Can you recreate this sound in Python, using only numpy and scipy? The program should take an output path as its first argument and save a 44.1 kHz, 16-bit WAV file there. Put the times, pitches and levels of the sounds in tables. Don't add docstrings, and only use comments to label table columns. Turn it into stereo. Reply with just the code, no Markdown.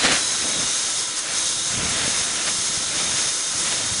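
import sys
import numpy as np
from scipy import signal
from scipy.fft import rfft, irfft, next_fast_len
from scipy.io import wavfile
from scipy.ndimage import map_coordinates

SR = 44100
rng = np.random.default_rng(int(sys.argv[2]) if len(sys.argv) > 2 else 0)


def to_wav(s):
    ch = np.atleast_2d(s).T
    pcm = np.round(np.clip(ch, -1, 1) * 32767)
    wavfile.write(sys.argv[1], SR, pcm.astype(np.int16))


N = 176400


def amp(db):
    return 10 ** (np.asarray(db) / 20)


def unit(x):
    return x / np.sqrt(np.mean(x ** 2) + 1e-20)


def along(points, hz):
    f, v = np.transpose(points)
    return np.interp(np.log(hz + 1), np.log(f + 1), v)


def curve(rows):
    return np.interp(np.arange(N) / SR, *np.transpose(rows))


def wobble(rate):
    return map_coordinates(rng.standard_normal(N // 8), [np.arange(N) * rate / SR], mode="wrap")


def filtered(x, response):
    size = next_fast_len(N + SR // 2)
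    return irfft(rfft(x, size) * response(np.fft.rfftfreq(size, 1 / SR)), size)[..., :N]


def noise(colour_db):
    return unit(filtered(rng.standard_normal(N), lambda hz: amp(colour_db(hz))))


def fuzzy_tone(pitch_hz, width_hz):
    a, b = filtered(rng.standard_normal((2, N)), lambda hz: 1 / (1 + (hz / width_hz) ** 2) ** 2)
    phase = 2 * np.pi * np.cumsum(pitch_hz * np.ones(N)) / SR
    return unit(a * np.cos(phase) + b * np.sin(phase))


# frequency in Hz, seconds to fall by 60 dB.
HALL_DECAY = [(150, 3.6), (2000, 1.54), (10000, 0.17)]

def hall(x):
    hz, t, spectrum = signal.stft(rng.standard_normal(SR), SR, nperseg=256)
    decay = amp(-60 * t / along(HALL_DECAY, hz)[:, None])
    tail = signal.istft(spectrum * decay, SR, nperseg=256)[1]
    return signal.fftconvolve(x, tail / np.linalg.norm(tail))[:N]


# pitch in Hz, level in dB.
MOTOR_TONES = [(312, -56.5), (515, -62), (1340, -51.5), (1550, -60), (2056, -60), (2845, -56)]

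def motor():
    return sum(amp(db) * fuzzy_tone(hz, width_hz=17) for hz, db in MOTOR_TONES)


# time in seconds, relative level in dB.
RUMBLE_LEVEL = [(0.0, -51), (0.07, -40), (0.24, -43.5), (0.66, -41.5), (0.73, -52.5), (1.1, -48),
                (1.16, -74), (1.3, -47.5), (1.59, -46.5), (1.86, -32.5), (1.92, -35), (2.07, -40),
                (2.14, -46.5), (3.16, -42), (3.45, -55), (3.58, -43.5), (3.9, -39.5), (3.92, -30),
                (3.95, -51), (4.0, -36)]
SCUFF_LEVEL = [(0, -58), (.05, -27), (.13, -30.5), (.2, -52), (.4, -45), (.45, -36.5), (.63, -37),
               (.69, -53.5), (1.64, -55), (1.79, -37.5), (2.02, -42), (2.15, -48.5), (2.9, -48),
               (3.0, -36.5), (3.35, -63), (3.65, -43.5), (4, -43)]
# frequency in Hz, relative density in dB.
RUMBLE_SPECTRUM = [(20, -13), (50, -8), (88, 2), (170, 0), (300, -10), (450, -17), (1000, -34), (3000, -64)]
SCUFF_SPECTRUM = [(40, -31), (120, -18.5), (175, 1.5), (290, -2), (400, -9.5), (600, -4), (850, -18.5),
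                  (2000, -32), (6000, -61)]

def handling():
    def lumpy(spectrum, lumps_db=3):
        return unit(noise(lambda hz: along(spectrum, hz)) * amp(lumps_db * wobble(60)))

    rumble = lumpy(RUMBLE_SPECTRUM) * amp(curve(RUMBLE_LEVEL) - 2)
    scuffs = lumpy(SCUFF_SPECTRUM) * amp(curve(SCUFF_LEVEL))
    return rumble + scuffs


# start in seconds, level in dB, pitch of the thud in Hz.
CASE_BUMPS = [(.662, -38, 85), (1.774, -25.5, 120), (1.829, -20, 170), (1.856, -25, 136), (2.078, -17, 253),
              (2.21, -33, 90), (2.585, -31, 110), (2.775, -28, 160), (3.14, -32, 120), (3.258, -31, 110),
              (3.918, -35, 130)]

def bumps(rise_cycles=0.45, knock_hz=440, knock_db=-7, knock_t60_s=0.035):
    out = np.zeros(N)
    t = np.arange(SR // 20) / SR
    knock = amp(knock_db - 60 * t / knock_t60_s) * np.sin(2 * np.pi * knock_hz * t)
    for start, db, hz in CASE_BUMPS:
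        rise = t * hz / rise_cycles
        envelope = (rise * np.exp(1 - rise)) ** 2
        thud = envelope * np.sin(2 * np.pi * hz * t)
        out[round(start * SR):][:len(t)] += amp(db) * (thud + knock)
    return out


# time in seconds, level in dB before its swings are widened.
RUB_LEVEL = [(0, -21.5), (.025, -25), (.05, -18.5), (.08, -23.5), (.12, -21.5), (.165, -26.5), (.26, -33),
             (.45, -30.5), (.62, -32), (.8, -33.5), (1.1, -36.5), (1.22, -34), (1.34, -30), (1.62, -40),
             (1.72, -31.5), (2.04, -26.5), (2.16, -30), (2.33, -32.5), (2.41, -29), (2.48, -26.5),
             (2.55, -35), (2.85, -34), (2.98, -29.5), (3.22, -30), (3.4, -37), (3.68, -29.5), (3.85, -31),
             (4, -38.5)]
# start in seconds, relative level in dB.
RUB_SNAPS = [(0.0522, -19), (.0605, -17), (.072, -8), (.129, -15)]
# frequency in Hz, relative gain in dB.
RUB_SPECTRUM = [(80, -12.5), (250, -2.5), (400, -5), (620, -1), (900, -5), (1400, -0.5), (2100, 0.5),
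                (2600, -0.5), (3200, -1), (4500, -4.5), (7000, -9.5), (10400, -13)]

def rubbing(pivot_db=-25, widen=1.31, gain_db=2, snap_t60_s=0.002):
    level_db = pivot_db + widen * (curve(RUB_LEVEL) - pivot_db)
    slips = unit(rng.standard_normal(N) * amp(wobble(260) + 1.26 * wobble(35.19)))
    force = slips * amp(level_db + gain_db)
    t = np.arange(SR // 50) / SR
    for start, db in RUB_SNAPS:
        snap = amp(db - 60 * t / snap_t60_s) * rng.standard_normal(len(t)) / 2
        force[round(start * SR):][:len(t)] += snap
    return filtered(force, lambda hz: unit(amp(along(RUB_SPECTRUM, hz))))


# time in seconds, pitch in Hz, level in dB.
HOSE_NOTE = [(0, 4060, -31), (.25, 3950, -38), (.42, 3860, -36), (.68, 3780, -36), (1.1, 3730, -49),
             (1.5, 3800, -38), (1.75, 3700, -47), (2.2, 3750, -36), (2.9, 3725, -54), (2.96, 3716, -37.5),
             (3.15, 3720, -39), (3.38, 3655, -40.5), (3.82, 3712, -40.5), (4, 3720, -44)]
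# time in seconds, relative level in dB.
BREATH_LEVEL = [(0.0, -31), (0.3, -35), (0.61, -31.5), (1.07, -33.5), (1.08, -43), (1.15, -31.5),
                (1.29, -49), (1.37, -29), (1.78, -35.5), (2.03, -28.5), (2.32, -39), (2.48, -35),
                (2.83, -31), (3.13, -33), (3.41, -44.5), (3.84, -32), (3.98, -39), (4.0, -25)]

def hose_whistle():
    times, hz, db = np.transpose(HOSE_NOTE)
    pitch_hz = curve(np.c_[times, hz])
    note = amp(curve(np.c_[times, db])) * fuzzy_tone(pitch_hz, width_hz=68)
    breath = amp(curve(BREATH_LEVEL) - 4) * fuzzy_tone(pitch_hz=3640, width_hz=570)
    return note + breath


# time in seconds, relative level in dB.
HISS_LEVEL = [(0.0, -29.5), (0.05, -27.5), (0.11, -29), (0.12, -23.5), (0.48, -26), (0.69, -24.5),
              (0.92, -26), (0.98, -24.5), (1.15, -30.5), (1.19, -24), (1.22, -30.5), (1.29, -29.5),
              (1.37, -24.5), (1.88, -28), (1.89, -24.5), (2.03, -27), (2.1, -24), (2.14, -25),
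              (2.19, -23.5), (2.21, -25.5), (2.41, -27.5), (2.49, -24.5), (2.82, -26), (2.91, -27.5),
              (3.01, -25.5), (3.03, -26), (3.2, -24), (3.53, -27), (3.58, -25), (4.0, -26.5)]
# frequency in Hz, relative density in dB.
AIR_SPECTRUM = [(60, -15.5), (120, -21), (300, -11), (800, -8.5), (1400, -6.5), (2200, -3.5), (2600, -10.5),
                (3300, -1), (4400, 0), (5800, 3.5), (7100, 0.5), (9000, 0), (10400, 0)]
# centre in Hz, width in Hz, lift in dB (a dip if negative).
DUCT_RESONANCES = [(312, 40, 5), (515, 60, 3.5), (1007, 49, 8), (1310, 97, 6.5), (1482, 42, 4.5),
                   (1900, 70, -0.5), (2830, 49, 11), (4650, 120, -1.5), (5186, 180, 5), (5840, 100, 1),
                   (6170, 150, 2.5), (6430, 290, 3.5), (6680, 260, 5.5), (7500, 190, 4.5), (8500, 370, 4.5),
                   (9630, 150, 5), (10050, 130, 6.5)]

def rushing_air(flutter_db=0.63, edge_db=-13.5, surge_db=0.5):
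    def colour_db(hz):
        lifts = (db / (1 + (2 * (hz - centre) / width) ** 2) for centre, width, db in DUCT_RESONANCES)
        return along(AIR_SPECTRUM, hz) + sum(lifts)

    edge_tone = amp(edge_db + surge_db * wobble(14)) * fuzzy_tone(pitch_hz=6490, width_hz=270)
    hiss = noise(colour_db) + edge_tone
    return hiss * amp(curve(HISS_LEVEL) + flutter_db * wobble(34.08))


def scene():
    loader = amp(3.5) * rushing_air() + hose_whistle() + motor()
    near = rubbing() + handling() + bumps()
    mid = loader + amp(-10) * hall(loader) + near
    side = amp(-49.5) * hall(loader + near)
    return np.array([mid + side, mid - side])


def record(dry):
    top_hz = 10530
    return filtered(dry, lambda hz: hz < top_hz)


dry = scene()
out = record(dry)
to_wav(out)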